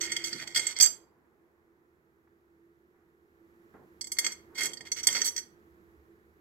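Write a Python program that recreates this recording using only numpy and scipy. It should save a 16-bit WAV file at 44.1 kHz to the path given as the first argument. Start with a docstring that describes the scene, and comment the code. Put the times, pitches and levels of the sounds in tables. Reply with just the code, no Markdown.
"""Small wet stones knock and scrape in a hard dish as fingers pick one out, put it back and take another.
Every touch rings the same heavily damped dish modes, plus short stone tones and a noise crack;
each touch stresses the registers near its emphasis frequency, and harder contact tilts them brighter.
Noise puffs make the bumps and fingertip slips, and low noise follows the stones as rumble.
Close microphone, small room: a fading wash left by earlier knocks, then air, hiss, hum and a low drone."""
import sys
import numpy as np
from scipy import signal
from scipy.fft import rfft, irfft
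from scipy.io import wavfile

SR = 44100
rng = np.random.default_rng(int(sys.argv[2]) if len(sys.argv) > 2 else 0)


def pcm_store(signal):
    """Save signal as 16-bit PCM."""
    levels = np.round(np.clip(np.atleast_2d(signal), -1, 1) * 32767)
    wavfile.write(sys.argv[1], SR, levels.astype(np.int16).T)


N = 282548

# Stone knocks. Each row: start in seconds, level in dB before the common knock gain, emphasis in Hz,
# brightness in dB per octave, left over right in dB, freedom to ring (1 = free, lower = damped by fingers).
KNOCKS = [(.01, -25, 6270, -3, -10, .45), (.117, -25, 9100, -2.5, -7, 1),
          (.1631, -24, 3560, -3.5, -5.5, .7), (0.2384, -27.5, 4800, 0.5, -5, .7),
          (0.243, -29.5, 3430, .5, -5.5, .4), (.3275, -28, 4800, -5, -7, .45),
          (0.473, -33.5, 9400, -3, -7, .6), (0.5593, -19.5, 3350, -1.5, -.5, 1),
          (.57, -23, 4480, 2, -9.5, 1), (.593, -24.5, 7450, -7.5, -6, .7),
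          (.6666, -20.5, 7660, 0, -7.5, .75), (.763, -30.5, 4950, -5, -8.5, 1),
          (0.7863, -29, 7000, 1.5, -9.5, .1), (.799, -17.5, 5160, 1, -8, .4),
          (0.8074, -10, 5100, 4.5, -7.5, .5), (0.8221, -11.5, 6970, 6, -9, .8),
          (.829, -13, 7650, 5.5, -10.5, .8), (.8382, -16, 6700, 2.5, -9, .8),
          (.8515, -23.5, 7420, 1, -10.5, .55), (.858, -18.5, 7400, 3, -9, .35),
          (0.8696, -26.5, 5100, 1, -10.5, .8), (4.01, -29.5, 5100, 3.5, -10.5, 1),
          (4.0414, -36, 8200, 0, -3, .65), (4.069, -38, 9400, 3.5, -7.5, .7),
          (4.1173, -26.5, 10100, 3, -4, 1), (4.167, -42, 2120, -2.5, -9.5, .7),
          (4.1852, -17.5, 10600, -1.5, -2.5, 1), (4.2437, -24, 6740, -5.5, -6, 1),
          (4.2633, -21.5, 9360, -2.5, -5, .5), (4.318, -36.5, 5560, 5, 0, .8),
          (4.615, -25, 1900, -5.5, -7.5, .45), (4.632, -25.5, 2510, 5, -14, .6),
          (4.654, -25.5, 9200, 3, -3.5, .9), (4.732, -35, 3430, 3, -4.5, .7),
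          (4.77, -38, 4400, -3, -10, .7), (4.807, -39, 9500, -6.5, -8.5, .7),
          (4.9163, -22.5, 5530, 1, -5.5, .9), (5.03, -30.5, 5700, 4, -7.5, 1),
          (5.069, -12, 2570, 4.5, -9, .4), (5.085, -24, 3260, -4.5, -1, .35),
          (5.1065, -34.5, 5940, -4, -3.5, .6), (5.1262, -27.5, 6800, -1, -8, .3),
          (5.149, -27.5, 5070, -3, -10, 1), (5.2148, -20, 5700, -1.5, -9, .4),
          (5.2441, -25.5, 5200, 7.5, -10, .9), (5.256, -29.5, 10800, 9, 3, 1),
          (5.3624, -28, 5510, 1, -3, .25), (5.3765, -27.5, 5600, -1, -12, .5)]
# Stones dragged over each other. Each row: start in seconds, end in seconds,
# level in dB before the common scrape gain, emphasis in Hz, brightness in dB per octave.
DRAGS = [(0, .058, -31.5, 7000, -1), (.064, .143, -37, 8260, -5.5), (0.149, 0.233, -40.5, 7750, -5),
         (.248, .292, -33.5, 6940, 0.5), (.3, .39, -40.5, 9200, -2), (0.391, 0.438, -37, 2490, -3),
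         (.46, .539, -47, 8170, -3), (.547, .584, -24, 5040, 0), (.585, .729, -36, 8300, -1),
         (.755, .799, -39.5, 3400, -4.5), (.826, 0.871, -28, 7450, 5.5), (4.2, 4.329, -43, 1900, 2),
         (4.549, 4.582, -41.5, 2130, -1), (4.576, 4.67, -29.5, 2130, .5), (4.671, 4.725, -49.5, 9400, -1),
         (4.85, 4.884, -44.5, 2497, -2.5), (4.962, 5.008, -35.5, 5500, 0), (5.03, 5.054, -37, 5940, 3),
         (5.089, 5.238, -33, 5580, 0.5), (5.148, 5.178, -27, 5000, -2.5), (5.249, 5.286, -25, 5700, 6),
         (5.366, 5.395, -36, 5900, 4)]
# Dish modes. Each row: frequency in Hz, relative level in dB when struck through the heap,
# the same when struck on the bare floor, t60 in seconds before the ring scale,
# left over right in dB, phase lead of the left in radians.
DISH_MODES = [(1450, -15, -26, 0.03, -7, -0.2), (1885, -9, -32, 0.06, -7, 0.2),
              (2128, -1, -21, 0.065, -8, 0.1), (3262, -5, -19, 0.065, -9, 1.4),
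              (3400, -5, -19, 0.035, 5, 3.0), (4400, -5, -22, 0.04, -11, -2.8),
              (4482, 0, -17, 0.06, -18, -2.2), (4795, -4, -5, 0.08, -4, 2.4), (5120, -9, -24, 0.05, 1, 1.2),
              (5938, 0, -7, 0.075, -8, -3.0), (6270, -5, -11, 0.04, -2, -3.0),
              (6378, -5, -5, 0.085, -14, -0.3), (7450, -1, 0, 0.08, -9, 2.3),
              (7682, -1, -11, 0.06, -12, 0.7), (7746, -5, -8, 0.07, -7, 0.5),
              (8163, -7, -13, 0.06, -8, -0.0), (9400, -14, -20, 0.09, 1, -0.9),
              (9962, -23, -19, 0.09, 0, 1.4), (10302, -16, -19, 0.09, -5, 3.0),
              (10691, -13, -27, 0.09, -5, 0.5), (11240, -10, -27, 0.08, 1, 3.0),
              (11560, -19, -30, 0.08, -2, 2.5), (12080, -18, -30, 0.06, -2, 0.6),
              (12790, -17, -24, 0.07, -2, -2.5), (13750, -22, -30, 0.07, -2, -1.3),
              (13860, -18, -17, 0.08, -7, -1.0), (14490, -18, -32, 0.07, -7, 2.0),
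              (15420, -26, -30, 0.06, -14, -1.6)]
# Edges in Hz of the registers into which the dish modes group.
REGISTER_EDGES_HZ = [1200, 2800, 3900, 5500, 6150, 6900, 8700, 16000]
# Average share of each register in a knock and in a scrape, low to high, in relative dB.
KNOCK_REGISTERS_DB = [-5, -9.5, -0.5, -3.5, -6.5, -1, -8.5]
SCRAPE_REGISTERS_DB = [0.13, -4.5, 0.5, -2, -9.5, -3, -6.5]
# Lifting the first stone, its neighbours tumble onto the bare floor: start and end in seconds.
TUMBLE_S = (.79, .92)
# Colour of the stones' crack. Each row: frequency in Hz, relative density in dB.
CRACK_COLOUR = [(1000, -8.5), (2100, 3), (2800, -8.5), (3400, -4), (3950, -10), (4700, 2), (5500, -3),
                (6200, 0), (7600, 4.5), (8800, -19.5), (10500, -8), (15000, -15.5)]
# Colour of the dish rumble. Each row: frequency in Hz, relative density in dB.
RUMBLE_COLOUR = [(30, -32.5), (70, -12.5), (160, -8), (230, 4.5), (340, 4.5), (480, 5.5), (600, -3),
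                 (900, 1), (1400, -4.5), (2000, -10.5), (3500, -36)]
# Shifts of the whole heap. Each row: peak time in seconds, level in dB, swell and fade in dB per second.
HEAP_SHIFTS = [(.1, -64.5, 7), (.7, -61, 44), (4.251, -53.5, 135.5), (4.63, -51.5, 116.5),
               (5.169, -50.5, 82)]
# Dull bumps of hand and heap on the dish. Each row: start in seconds, level in dB, t60 in seconds,
# upper band edge in Hz.
HAND_BUMPS = [(0.092, -45, 0.067, 397), (0.324, -48.5, 0.24, 401.6), (0.344, -48.5, 0.26, 400),
              (.412, -53, 0.48, 1116), (.575, -44.5, 0.23, 898), (.789, -52, 0.73, 1200),
              (3.739, -49, 0.19, 1504), (3.791, -55, 0.33, 900), (4.601, -50.5, 0.11, 600),
              (4.636, -53.5, 0.78, 590), (4.801, -56, 0.35, 980), (5.072, -42, 0.18, 1100),
              (5.16, -46.5, 0.17, 1000)]
# Fingertips slipping on the lifted stone. Each row: start in seconds, level in dB, t60 in seconds.
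FINGER_SLIPS = [(2.272, -56.5, 0.038), (2.939, -73, 0.82)]
# Room decay. Each row: frequency in Hz, t60 in seconds.
ROOM_DECAY = [(200, 0.41), (2000, 0.34), (7000, 0.24), (14000, .27)]
# Colour of the background noise. Each row: frequency in Hz, relative density in dB.
NOISE_COLOUR = [(25, -20.5), (65, -13), (200, -7), (280, -11.5), (420, -3.5), (560, -19.5), (1100, -17.5),
                (1800, -17), (2800, -32.5), (5000, -38), (7600, -38), (8700, -45.5), (12000, -34.5),
                (15500, -39)]
# Level of the background noise: first a fading wash left by earlier knocks, then room air, hiss and hum.
# Each row: time in seconds, level in dB.
NOISE_LEVEL_CURVE = [(0, -53.5), (1.1, -69.5), (1.7, -70.5), (3.2, -69), (3.7, -63), (4.45, -61.5),
                     (5.6, -63), (6.4, -65.5)]
# Background likeness of left and right. Each row: frequency in Hz, signed coherence.
NOISE_COHERENCE = [(60, 0.37), (180, 0.93), (550, 0.8), (1650, -0.86), (4970, 0.3), (15000, 0.31)]
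# Appliance hum. Each row: frequency in Hz, width in Hz, level over the background noise in dB.
HUM_TONES = [(337.8, 6.2, 0), (360, 20, -8)]
# Level of the low drone. Each row: time in seconds, level in dB.
DRONE_LEVEL_CURVE = [(0, -74), (1.501, -81.5), (3.3, -79), (4.5, -72.5), (5.601, -72), (5.9, -65.5),
                     (6.4, -74)]

RING_SAMPLES = 6000
TILT_PIVOT_HZ = 5000
BUMP_LOWEST_HZ = 111
SLIP_LOWEST_HZ, SLIP_HIGHEST_HZ = 695, 1891
DRONE_HZ, DRONE_WIDTH_HZ = 73.6, 8
BAND_LIMIT_HZ = 15900


def clinks(modes, chatter_gain=0.19, chatter_s=0.0068):
    """A stone lands on an edge and chatters twice more within a few milliseconds."""
    out = np.zeros((2, N))
    t = np.arange(RING_SAMPLES) / SR
    for s, db, emphasis_hz, bright_db, left_db, freedom in KNOCKS:
        register_db = registers(KNOCK_REGISTERS_DB, db, emphasis_hz, bright_db,
                                stress_db=11.5, stress_octaves=0.23)
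        hit = contact(modes, s, crack_db=-1.0, crack_t60_s=0.018, spread_db=4.0, stone_db=-7.5)
        for delay, force in rng.random((2, 2)):
            again = contact(modes, s, crack_db=-0.5, crack_t60_s=0.031, spread_db=5.5, stone_db=-6.0)
            add(hit, chatter_s * delay, chatter_gain * force * again)
        # extra decay: fingers shorten the ring
        damping = amp(-60 * t / 0.17 * (1 / freedom - 1))
        add(out, s, voiced(hit * damping, register_db, left_db, size=SR // 100))
    return out


def scrapes(modes, slips_per_s=120, uneven_db=2.0, swell_s=0.012, left_db=-6.5, spots=3):
    """Rough faces catch and slip: trains of tiny knocks at several spots that swell and ease off."""
    out = np.zeros((2, N))
    for start_s, end_s, db, emphasis_hz, bright_db in DRAGS:
        register_db = registers(SCRAPE_REGISTERS_DB, db, emphasis_hz, bright_db,
                                stress_db=6.5, stress_octaves=0.19)
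        size = round((end_s - start_s + swell_s) * SR)
        pressure = signal.windows.tukey(size, min(2 * swell_s * SR / size, 1)) + 0.047
        number = 2 + int(slips_per_s * size / SR)
        rub = 0
        for _ in range(spots):
            # one slip at a random place in each equal slot
            at = (np.arange(number) + rng.random(number)) * size / number
            force = np.clip(rng.standard_normal(number), -2, 2)
            slips = np.zeros(size)
            slips[at.astype(int)] = amp(uneven_db * force)
            touch = contact(modes, start_s, crack_db=1.0, crack_t60_s=0.023, spread_db=-1.0,
                            stone_db=-8.5, rise_s=0.0002)
            rub = rub + signal.fftconvolve((slips * pressure)[None], touch, axes=1)
        add(out, start_s - swell_s / 2, voiced(rub, register_db, left_db, size=size))
    return out


def contact(modes, s, crack_db, crack_t60_s, spread_db, stone_db, rise_s=0.0019):
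    """One touch at a random spot: its own mix of dish modes, a few stone tones and a dense short crack."""
    t = np.arange(RING_SAMPLES) / SR
    heap, bare = modes
    rings = bare if TUMBLE_S[0] < s < TUMBLE_S[1] else heap
    strength = amp(spread_db * rng.standard_normal(len(rings)))
    phase = np.exp(2j * np.pi * rng.random(len(rings)))
    ring = np.tensordot(strength * phase, rings, 1).real
    ring = ring / rms(ring[:, :SR // 100])
    crack = noise(lambda f: read(CRACK_COLOUR, f), lambda f: 0.4, size=RING_SAMPLES)
    crack = crack * amp(crack_db - 60 * t / crack_t60_s)
    onset = 1 - np.exp(-t / rise_s)
    return (ring + amp(stone_db) * stone_ring(t) + crack) * onset


def dish_modes(bare, ring_scale):
    """Complex free ring of every dish mode in both channels: (modes, 2, samples)."""
    t = np.arange(RING_SAMPLES) / SR
    rings = []
    for hz, heap_db, bare_db, t60_s, left_db, lead_rad in DISH_MODES:
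        decay = amp((bare_db if bare else heap_db) - 60 * t / (ring_scale * t60_s))
        turn = np.exp(1j * (2 * np.pi * hz * t + [[lead_rad], [0]]))
        rings.append(decay * sides(left_db) * turn)
    return np.array(rings)


def stone_ring(t, count=4, lowest_hz=2900, highest_hz=8300, t60_s=0.021):
    """A stone, wedged among its neighbours, rings briefly at a few randomly drawn pitches."""
    hz = lowest_hz * (highest_hz / lowest_hz) ** rng.random((count, 1, 1))
    cycles = hz * t + rng.random((count, 2, 1))
    tones = np.sin(2 * np.pi * cycles).sum(0)
    return tones / rms(tones) * amp(-60 * t / t60_s)


def registers(average_db, db, emphasis_hz, bright_db, stress_db, stress_octaves):
    """Register levels: tilted by contact hardness, lifted near the emphasis frequency, power sum db."""
    centre_hz = np.sqrt(np.multiply(REGISTER_EDGES_HZ[:-1], REGISTER_EDGES_HZ[1:]))
    near = np.exp(-(np.log2(centre_hz / emphasis_hz) / stress_octaves) ** 2)
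    tilt_db = bright_db * np.log2(centre_hz / TILT_PIVOT_HZ)
    shape_db = np.array(average_db) + tilt_db + stress_db * near
    return db + shape_db - 20 * np.log10(np.linalg.norm(amp(shape_db)))


def voiced(sound, register_db, left_db, size):
    """Sets each register's rms over the first size samples, then balances left and right."""
    out = 0
    for lo_hz, hi_hz, db in zip(REGISTER_EDGES_HZ, REGISTER_EDGES_HZ[1:], register_db):
        part = band(sound, lo_hz, hi_hz, order=5)
        out = out + amp(db) * part / rms(part[:, :size])
    channel_rms = np.array([[rms(out[0])], [rms(out[1])]])
    return sides(left_db) * rms(out) * out / channel_rms


def rumble(stones, follow_db=-27):
    """The weight of the stones shakes dish and table: noise driven by heap shifts and stone power."""
    power = (band(stones, 800, 4300) ** 2).mean(0)
    power = signal.lfilter([1 / 100], [1, -99 / 100], power)  # smoothed over about 100 samples
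    t = np.arange(N) / SR
    shifting_db = np.max([db - fade * abs(t - s) for s, db, fade in HEAP_SHIFTS], axis=0)
    shake = amp(shifting_db) + amp(follow_db) * np.sqrt(power + 1e-20)
    return shake * noise(lambda f: read(RUMBLE_COLOUR, f), lambda f: 0.6) * sides(-2)


def hand():
    """The hand bumps the dish, and its fingertips slip as they turn the stone: filtered noise puffs."""
    out = np.zeros((2, N))
    for s, db, t60_s, hi_hz in HAND_BUMPS:
        add(out, s, puff(db, t60_s, BUMP_LOWEST_HZ, hi_hz))
    for s, db, t60_s in FINGER_SLIPS:
        add(out, s, puff(db, t60_s, SLIP_LOWEST_HZ, SLIP_HIGHEST_HZ))
    return out * sides(-2.9)


def puff(db, t60_s, lo_hz, hi_hz, rise_s=0.0037, tilt_db_per_decade=-6):
    """A soft push: band noise with a quick rise and exponential decay, no ring, at most half a second."""
    t = np.arange(SR // 2) / SR
    x = noise(lambda f: tilt_db_per_decade * np.log10(f + 100), lambda f: 0.75, size=len(t))
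    x = band(x, lo_hz, hi_hz, order=4)
    envelope = amp(db - 60 * t / t60_s) * (1 - np.exp(-t / rise_s))
    return envelope * x / rms(x)


def room(x):
    """Sparse reflections of random sign, each band dying at its own speed."""
    taps = np.zeros((2, SR // 2))
    slots = np.arange(SR // 150, SR // 2 - 20, 20)
    at = slots + rng.integers(0, 20, (2, len(slots)))
    signs = rng.choice([-1., 1.], (2, len(slots)))
    np.put_along_axis(taps, at, signs, 1)
    hz, t, z = signal.stft(taps, SR, nperseg=256)
    decay = amp(-60 * t / read(ROOM_DECAY, hz)[:, None])
    tail = signal.istft(z * decay, SR, nperseg=256)[1]
    crossed = 0.92 * x + 0.17 * x[::-1]  # some of each channel leaks to the other
    return signal.fftconvolve(crossed, tail / np.linalg.norm(tail[0]), axes=1)[:, :N]


def background():
    """Coloured noise, first a fading wash, then air and hiss, with a wavering hum and a low drone."""
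    wash = noise(lambda f: read(NOISE_COLOUR, f), lambda f: read(NOISE_COHERENCE, f))
    hum = sum(amp(db) * narrow(hz, width_hz) for hz, width_hz, db in HUM_TONES)
    drone = level(DRONE_LEVEL_CURVE) * narrow(DRONE_HZ, DRONE_WIDTH_HZ)
    return (level(NOISE_LEVEL_CURVE) * (wash + hum) + drone) * sides(-4.0)


def narrow(hz, width_hz):
    """A wavering tone: noise in one narrow resonance, 6 dB down at width_hz off centre."""
    return noise(lambda f: -20 * np.log10(1 + ((f - hz) / width_hz) ** 2), lambda f: 0.97)


def noise(colour_db, coherence, size=N):
    """Stereo noise of rms 1; colour and left-right coherence are functions of frequency."""
    hz = np.fft.rfftfreq(size, 1 / SR)
    left, other = rfft(rng.standard_normal((2, size)))
    c = np.clip(coherence(hz), -1, 1)
    right = c * left + np.sqrt(1 - c ** 2) * other
    x = irfft(np.array([left, right]) * amp(colour_db(hz)), size)
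    return x / rms(x)


def band(x, lo_hz, hi_hz, order=3):
    """Butterworth band-pass."""
    return signal.sosfilt(signal.butter(order, [lo_hz, hi_hz], "band", fs=SR, output="sos"), x)


def amp(db):
    """Gain from dB."""
    return 10 ** (np.asarray(db) / 20)


def rms(x):
    """Root mean square, kept above zero."""
    return np.sqrt(np.mean(x ** 2) + 1e-24)


def read(points, hz):
    """A curve joined by straight lines over log frequency."""
    f, value = np.transpose(points)
    return np.interp(np.log(hz + 1), np.log(f), value)


def level(points):
    """A dB curve over seconds as a gain for every sample."""
    return amp(np.interp(np.arange(N) / SR, *np.transpose(points)))


def sides(left_db):
    """Gains of the two channels at constant power, left over right in dB."""
    gain = amp([[left_db / 2], [-left_db / 2]])
    return gain / rms(gain)


def add(mix, s, sound):
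    """Adds a sound into the mix at s seconds, cut at the end of the mix."""
    part = mix[:, max(round(s * SR), 0):][:, :sound.shape[1]]
    part += sound[:, :part.shape[1]]


def scene():
    """Stones, dish and hand close to the microphone, in a small room."""
    modes = dish_modes(bare=False, ring_scale=0.85), dish_modes(bare=True, ring_scale=0.75)
    stones = amp(-3.5) * clinks(modes) + amp(-4.0) * scrapes(modes)
    near = stones + rumble(stones) + hand()
    return near + amp(-11.5) * room(near) + background()


def record(dry, ceiling=0.99):
    """Rounds off the sharpest peaks below the ceiling, then low-passes at the band limit."""
    rounded = dry / (1 + (dry / ceiling) ** 4) ** (1 / 4)
    lowpass = signal.firwin(511, BAND_LIMIT_HZ, window=("kaiser", 9), fs=SR)
    return signal.oaconvolve(rounded, lowpass[None], "same")


dry = scene()
out = record(dry)
pcm_store(out)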